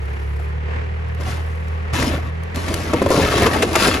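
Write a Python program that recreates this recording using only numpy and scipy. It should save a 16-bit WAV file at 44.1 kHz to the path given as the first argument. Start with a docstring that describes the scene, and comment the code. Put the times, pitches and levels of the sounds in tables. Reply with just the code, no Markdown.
"""Pulling down a wooden shed

A tow strap pulls an old shed over in a yard while the towing engine labours at low speed.
The frame gives twice with a short crunch, then collapses. Stick-slip friction makes the walls
rumble and grind, joints jerk loose and excite the hollow frame's modes, and breaking fibres
crack and splinter. Trees and walls return a faint reflection."""
import sys
import numpy as np
from scipy import signal
from scipy.fft import rfft, irfft, next_fast_len
from scipy.io import wavfile
from scipy.ndimage import uniform_filter1d, minimum_filter1d, map_coordinates

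SR = 44100
rng = np.random.default_rng(int(sys.argv[2]) if len(sys.argv) > 2 else 0)


def int16_out(signal):
    """Quantize to a 16-bit WAV file."""
    q = np.round(np.clip(np.atleast_2d(signal).T, -1, 1) * 32767)
    wavfile.write(sys.argv[1], SR, q.astype(np.int16))


N = 176400

# Reverberation time of the yard: f/Hz, t60/s
YARD_DECAY = [(1500, 0.28), (10000, 0.076)]
# Engine under load: t/s, firing rate/Hz, level/dB
ENGINE_RUN = [(0, 70.7, -23), (.28, 71.14, -21.5), (.55, 75.15, -21.5), (.9, 78.14, -21.5),
              (1.3, 79.3, -22), (2.25, 79.78, -22.5), (2.55, 84.2, -25.5), (2.75, 85.2, -24),
              (3.0, 84.75, -30), (3.7, 82.5, -26.5), (4, 79.4, -40)]
# Exhaust tones and a faint whine: multiple of half the firing rate, relative level/dB
EXHAUST_ORDERS = [(1, -27), (2, -2), (3, -15), (4, -17.5), (5, -24), (10, -27), (11, -28), (12, -31.5),
                  (13, -25.5), (28, -28)]

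# Noise spectra: f/Hz, relative spectral level/dB
CLATTER_SPECTRUM = [(25, -10), (60, 3), (160, -2), (250, -7.5), (345, -8), (435, 1.5), (570, -6),
                    (900, -6.5), (1450, -9.5), (1850, -6.5), (2700, -14.5), (3600, -24.5), (6000, -34.5),
                    (11000, -48.5), (15000, -61)]  # engine mechanism
BOOM_SPECTRUM = [(24, -57), (42, -10), (62, -4), (115, -6), (170, -12.5), (600, -74)]  # swaying wall panels
WALL_SPECTRUM = [(60, -45), (150, -11), (220, -5), (265, -1.5), (330, -2), (420, -11), (600, -8.5),
                 (850, -24.5), (2000, -55)]  # intact wall
LOOSE_SPECTRUM = [(60, -22), (150, -9.5), (235, -2), (320, -1), (440, -3.5), (570, -6), (780, -13.5),
                  (2000, -49)]  # loosened boards
CRUNCH_SPECTRUM = [(250, -6.5), (700, 1), (1050, 2.5), (1400, 0), (2100, -5.5), (3000, -6.5), (4500, -13),
                   (9000, -25)]  # grinding boards
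SPLINTER_SPECTRUM = [(1000, 1), (2500, 5), (3500, 3), (5200, 2.5), (7000, -1), (9000, -1.5), (12000, -7),
                     (13500, -20), (16000, -36)]  # tearing fibres
CRACK_SPECTRUM = [(150, -79), (600, 5), (1500, 3.5), (2600, 0), (4000, -8), (6500, -8), (11000, -14),
                  (15500, -26)]  # breaking boards
SNAP_SPECTRUM = [(500, -3), (3000, 0.5), (6000, -3.5), (10500, -4.5), (16000, -9)]  # single thin fibres

# Likeness of left and right: f/Hz, correlation
ENGINE_CORRELATION = [(150, 0.9), (500, -0.48), (1650, -0.31), (5000, 0.29)]
WOOD_CORRELATION = [(100, 0.97), (300, 1), (600, 0.99), (1100, 0.69), (4500, 0.58), (8000, 0.81),
                    (12000, 0.93)]
# Level of the shed, left over right: f/Hz, level/dB
SHED_BALANCE = [(100, -1), (500, 1.5), (1100, 4), (2200, 1.5), (4500, 6.5), (8000, 3.5), (12000, -1)]
# Phase of the shed, left ahead of right: f/Hz, phase/rad
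SHED_PHASE = [(100, 0), (900, .45), (1700, -.6), (3200, .8), (5200, 1), (6200, -.4), (7600, -1.1),
              (8200, -3.1), (10300, -6), (11600, -6.3), (13200, -9.3)]

# Fibres rustling under strain: t/s, level/dB
RUSTLE_LEVEL = [(.45, -54.5), (.65, -71), (1.05, -65), (1.45, -51.5), (1.9, -62)]
# Loaded beams and nails slipping: t/s, level/dB, f/Hz, duration/s
CREAK_EVENTS = [(1.945, -23, 302, 0.039), (1.975, -23, 265, 0.074), (2.064, -15, 265, 0.029),
                (3.415, -23, 1032, 0.054), (3.459, -10, 476, .026), (3.625, -9.5, 441.5, 0.022),
                (3.875, -30, 3357, 0.088)]
# Boards cracking: t/s, relative level/dB, duration before the decay/s
CRACK_EVENTS = [(1.934, -33, 0.016), (2.024, -22.5, 0.0033), (2.681, -30.5, 0.0062), (2.933, -29.5, 0.0093),
                (3.018, -30, 0.0098), (3.06, -29, 0.0072), (3.379, -22, 0.004), (3.458, -26.5, 0.017),
                (3.531, -28, 0.0087), (3.6212, -17.5, 0.012), (3.754, -14, 0.0065)]
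# Small dry snaps: t/s, level/dB
SNAP_EVENTS = [(.397, -45), (1.086, -47), (1.148, -44), (1.683, -40), (2.434, -37.5), (2.559, -26),
               (2.7408, -17), (3.089, -30), (3.104, -18.5), (3.42, -19), (3.43, -21), (3.464, -22),
               (3.731, -23)]
# Joints jerking loose: t/s, relative level/dB, frequency ratio
KNOCK_EVENTS = [(.398, -34, 1.25), (2.935, -13.5, 1.1), (2.944, -12, 0.9), (3.018, -9.5, 1),
                (3.062, -11.5, 1.03), (3.105, -8, 0.98), (3.113, -11.5, 1), (3.144, -13.5, 1.05),
                (3.173, -11.5, 1), (3.236, -15.5, 1.05), (3.341, -18.5, 1.3), (3.421, -12, 1.24),
                (3.764, -12, 1.17), (3.885, -14.5, 0.95)]
# Normal modes of the hollow frame: f/Hz, relative level/dB, t60/s
FRAME_MODES = [(94.6, -11, 0.15), (216.6, -9.5, 0.1), (285, -2, 0.12), (374, 2, 0.043), (543.6, 2.5, 0.062),
               (645, -4, 0.019), (1034, -4.5, 0.048)]
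# Yielding timber: t/s, rumble level/dB, crunch level/dB, splinter level/dB
FIRST_GIVE_LEVELS = [(1.17, -56, -50, -74), (1.21, -30, -38.5, -42), (1.25, -43, -37, -43),
                     (1.295, -28, -32, -34.5), (1.35, -43, -37.5, -40.5), (1.42, -49, -42, -54)]
SECOND_GIVE_LEVELS = [(1.928, -52, -39, -54), (1.935, -31, -29, -29.5), (2.0, -25, -24.5, -28),
                      (2.05, -22, -30.5, -30.5), (2.084, -26.5, -30.5, -28), (2.11, -27, -29.5, -39),
                      (2.15, -24.5, -28.5, -41.5), (2.21, -41, -41.5, -54), (2.3, -36.5, -42, -61)]
COLLAPSE_LEVELS = [(2.546, -34, -39, -37), (2.566, -25, -35.5, -37), (2.64, -43, -37.5, -37.5),
                   (2.7, -24.5, -32, -34.5), (2.83, -31, -34.5, -35.5), (2.96, -27.5, -29, -43),
                   (3.001, -27.5, -30.5, -42), (3.085, -22.5, -36, -40), (3.11, -22, -25.5, -26),
                   (3.229, -15, -21.5, -28), (3.28, -23.5, -22, -31.5), (3.38, -21.5, -20, -28),
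                   (3.465, -17, -19, -30), (3.495, -23.5, -28, -33), (3.55, -18, -21.5, -31.5),
                   (3.6, -22, -27, -34.5), (3.714, -25, -34.5, -34.5), (3.785, -26.5, -20, -24),
                   (3.83, -21.5, -18.5, -18), (3.886, -17, -19.5, -19.5), (3.903, -25.5, -25.5, -27),
                   (3.952, -23, -22.5, -26.5), (4, -28, -28.5, -40)]


def amp(db):
    """Amplitude ratio of a level in decibels."""
    return 10 ** (np.asarray(db) / 20)


def unit(x):
    """Normalisation to rms 1."""
    return x / np.sqrt(np.mean(x ** 2) + 1e-20)


def along(points, hz):
    """Interpolation of (f/Hz, value) points on a logarithmic frequency axis."""
    f, values = np.transpose(points)
    return np.interp(np.log(hz + 1), np.log(f + 1), values)


def curves(rows, outside=None):
    """Linear interpolation in time: one value per sample for each column after t/s."""
    times, *columns = np.transpose(rows)
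    return [np.interp(np.arange(N) / SR, times, column, outside, outside) for column in columns]


def wobble(rate):
    """Smooth random modulation: a spline through rate Gaussian knots a second."""
    return map_coordinates(rng.standard_normal(int(N * rate / SR) + 4), [np.arange(N) * rate / SR])


def filtered(x, response):
    """Linear filtering: the spectrum of x times a complex frequency response."""
    size = x.shape[-1]
    padded = next_fast_len(size + SR // 8)
    return irfft(rfft(x, padded) * response(np.fft.rfftfreq(padded, 1 / SR)), padded)[..., :size]


def stereo(pair, spectrum, correlation):
    """Partial coherence: two independent signals, coloured, form mid and side of a pair of rms 1."""
    def response(hz):
        angle = np.arccos(np.clip(along(correlation, hz), -1, 1)) / 2
        return amp(along(spectrum, hz)) * [np.cos(angle), np.sin(angle)]
    mid, side = filtered(pair, response)
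    return unit(np.array([mid + side, mid - side]))


def add(out, start_s, sound):
    """Superposition of a sound on out, beginning at start_s."""
    part = out[:, round(start_s * SR):][:, :sound.shape[-1]]
    part += sound[..., :part.shape[-1]]


def stick_slip(spectrum, rate, spread_db, t60, layers):
    """Stick-slip friction: about rate random jolts a second excite ringing wood; rms 1."""
    span = SR // 15
    t = np.arange(span) / SR
    out = np.zeros((2, N))
    for start in range(0, N, span // layers):  # overlapping slips, each with its own impulse response
        slipping = rng.random(span) < rate / layers / SR
        jolts = slipping * amp(spread_db * np.minimum(rng.standard_normal(span), 2))
        ring = rng.standard_normal((2, span)) * amp(-60 * t / t60)
        add(out, start / SR, irfft(rfft(jolts - jolts.mean(), 2 * span) * rfft(ring, 2 * span)))
    power = np.abs(uniform_filter1d(np.mean(out ** 2, axis=0), size=1800))
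    steady = out / np.sqrt(power + power.mean() / 20)
    return stereo(steady, spectrum, WOOD_CORRELATION)


def yard(x, low_cut_hz=300):
    """Diffuse reflection from trees and walls: a thin, delayed tail whose treble decays first."""
    hz, t, noise = signal.stft(rng.standard_normal((2, SR // 2)), SR, nperseg=256)
    tail = signal.istft(noise * amp(-60 * t / along(YARD_DECAY, hz)[:, None]), SR, nperseg=256)[1]
    delayed = np.pad(x.mean(axis=0), (SR // 80, 0))[None]
    echo = signal.fftconvolve(delayed, tail / np.linalg.norm(tail[0]), axes=1)[:, :N]
    return filtered(echo, lambda f: f / (f + low_cut_hz))


def engine(right_lag_s=0.00059, clatter_db=-34.5, rise_db_per_s=1, pulse_depth=0.17):
    """Periodic firing radiates exhaust harmonics and modulates the amplitude of mechanical noise."""
    firing_hz, db = curves(ENGINE_RUN)
    cycle = np.pi * np.cumsum(firing_hz * (1 + 0.0012 * wobble(13.8))) / SR  # one turn per two firings
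    phase = cycle - np.pi * firing_hz * right_lag_s * np.array([[0], [1]])
    tones = np.zeros((2, N))
    for order, level in EXHAUST_ORDERS:
        flutter_db = (.5 if order == 2 else 2) * wobble(12)  # the firing tone is the steadiest
        tones += amp(level + db + flutter_db) * np.sin(order * phase + rng.uniform(0, 2 * np.pi))
    exhaust = np.sqrt(2) * tones * amp([[-.4], [.4]])
    noise = stereo(rng.standard_normal((2, N)), CLATTER_SPECTRUM, ENGINE_CORRELATION)
    clatter = unit(noise * (1 + pulse_depth * np.cos(cycle)))
    swell_db = clatter_db + rise_db_per_s * np.arange(N) / SR + 1.2 * wobble(8.06)
    return exhaust + amp(swell_db) * clatter


def rustle():
    """Small slips of fibres under the strap's tension emit faint clusters of ticks."""
    db, = curves(RUSTLE_LEVEL)
    return amp(db) * stick_slip(SNAP_SPECTRUM, rate=470, spread_db=-2, t60=0.038, layers=3)


def creaks(waver_hz=28):
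    """Frictional oscillation: a beam groans or a nail squeals on one note, bent by uneven slipping."""
    out = np.zeros((2, N))
    for start, db, hz, length in CREAK_EVENTS:
        t = np.arange(round(length * SR)) / SR
        phase = 2 * np.pi * np.cumsum(hz + waver_hz * wobble(200)[:len(t)]) / SR
        add(out, start, amp(db) * np.sin(np.pi * t / length) * np.sin(phase))
    return out


def cracks(crack_gain_db=4, attack_s=0.00023):
    """Brittle fracture: a crack is a quick run of breaking fibres, a snap a single thin one."""
    t = np.arange(N) / SR

    def burst(start, length, t60):
        return np.clip((t - start) / attack_s, 0, 1) * amp(-60 * np.maximum(t - start - length, 0) / t60)
    breaking = sum(amp(db) * burst(start, length, t60=0.033) for start, db, length in CRACK_EVENTS)
    snapping = sum(amp(db) * burst(start, length=0.00087, t60=0.024) for start, db in SNAP_EVENTS)
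    fibres = stick_slip(CRACK_SPECTRUM, rate=2500, spread_db=4.5, t60=0.045, layers=5)
    noise = stereo(rng.standard_normal((2, N)), SNAP_SPECTRUM, WOOD_CORRELATION)
    return amp(crack_gain_db) * breaking * fibres + snapping * noise


def knocks(gain_db=-0.5, attack_s=0.00042):
    """Impulsive excitation: each joint that jerks loose rings the damped modes of the hollow frame."""
    out, t = np.zeros((2, N)), np.arange(SR // 4) / SR
    for start, db, ratio in KNOCK_EVENTS:
        ring = np.zeros_like(t)
        for hz, level, t60 in FRAME_MODES:
            decay = amp(level + rng.normal(0, 1) - 60 * t / t60)
            mode_hz = hz * ratio * (1 + 0.011 * rng.normal())
            ring += decay * np.sin(2 * np.pi * mode_hz * t + rng.normal(0, 0.78))
        add(out, start, amp(db + gain_db) * ring * (1 - np.exp(-t / attack_s)))
    return out


def pings(count, low_hz, high_hz, t60=0.08):
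    """Free vibration of splitting boards: brief notes of random time and pitch, high ones weaker."""
    out, t = np.zeros((2, N)), np.arange(SR // 12) / SR
    envelope = amp(-60 * t / t60) * (1 - np.exp(-t / 0.0013))
    for when, pitch, size, angle in rng.random((count, 4)):
        hz = low_hz * (high_hz / low_hz) ** pitch
        side_phase = np.array([[1], [-1]]) * (angle - .5) * 3.26
        note = envelope * np.sin(2 * np.pi * hz * t + side_phase)
        add(out, when * N / SR, amp(15 * size - 7 * pitch) * note)
    return unit(out)


def board_resonances(x, ripple_db=3.5, spacing_hz=70):
    """Closely spaced resonances of the boards impose a ripple on the spectrum of x."""
    peaks = rng.standard_normal(int(SR / spacing_hz))
    return unit(filtered(x, lambda hz: amp(ripple_db * map_coordinates(peaks, [hz / spacing_hz]))))


def walls(envelope, loosen_s=(2.79, 3.27), boom_db=-15.5, boom_exponent=0.51):
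    """Forced vibration: swaying panels boom, and the wall rumbles, higher once it comes apart."""
    loose_share = np.interp(np.arange(N) / SR, loosen_s, (0, 1))
    intact = stick_slip(WALL_SPECTRUM, rate=280, spread_db=2.5, t60=0.11, layers=3)
    loose = stick_slip(LOOSE_SPECTRUM, rate=280, spread_db=2.5, t60=0.11, layers=3)
    boom = stick_slip(BOOM_SPECTRUM, rate=200, spread_db=6, t60=0.056, layers=4)
    rumble = np.sqrt(1 - loose_share) * intact + np.sqrt(loose_share) * loose
    return envelope * rumble + amp(boom_db) * envelope ** boom_exponent * boom


def timber():
    """Friction and fracture in three bands: walls rumble, boards crunch, fibres tear and crackle."""
    stages = FIRST_GIVE_LEVELS, SECOND_GIVE_LEVELS, COLLAPSE_LEVELS
    rumble, crunch, splinter = sum(amp(curves(rows, outside=-200)) for rows in stages)
    bass = walls(rumble)
    grinding = stick_slip(CRUNCH_SPECTRUM, rate=600, spread_db=2, t60=0.022, layers=3)
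    middle = board_resonances(grinding) + amp(-5) * pings(count=450, low_hz=649.5, high_hz=2906)
    tearing = stick_slip(SPLINTER_SPECTRUM, rate=1800, spread_db=0.5, t60=0.012, layers=4)
    treble = amp(-1.1) * board_resonances(tearing)
    crackle = stick_slip(SPLINTER_SPECTRUM, rate=220, spread_db=3, t60=0.0042, layers=3)
    return bass + crunch * middle + splinter * (treble + amp(-7.5) * crackle)


def scene(echo_db=-21):
    """Superposition of the shed, unequal in level and phase left and right, its echo and the engine."""
    wood = timber() + knocks() + creaks() + cracks() + rustle()
    sides = np.array([[.5], [-.5]])

    def direct_path(hz):
        return amp(sides * along(SHED_BALANCE, hz)) * np.exp(1j * sides * along(SHED_PHASE, hz))
    return filtered(wood, direct_path) + amp(echo_db) * yard(wood) + engine()


def record(dry, ceiling=0.92, top_hz=15950):
    """Fast peak limiting, followed by a low-pass band limit."""
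    needed_gain = np.minimum(1, ceiling / (np.abs(dry).max(axis=0) + 1e-9))
    gain = uniform_filter1d(minimum_filter1d(needed_gain, size=200), size=200)
    return filtered(dry * gain, lambda hz: hz < top_hz)


dry = scene()
out = record(dry)
int16_out(out)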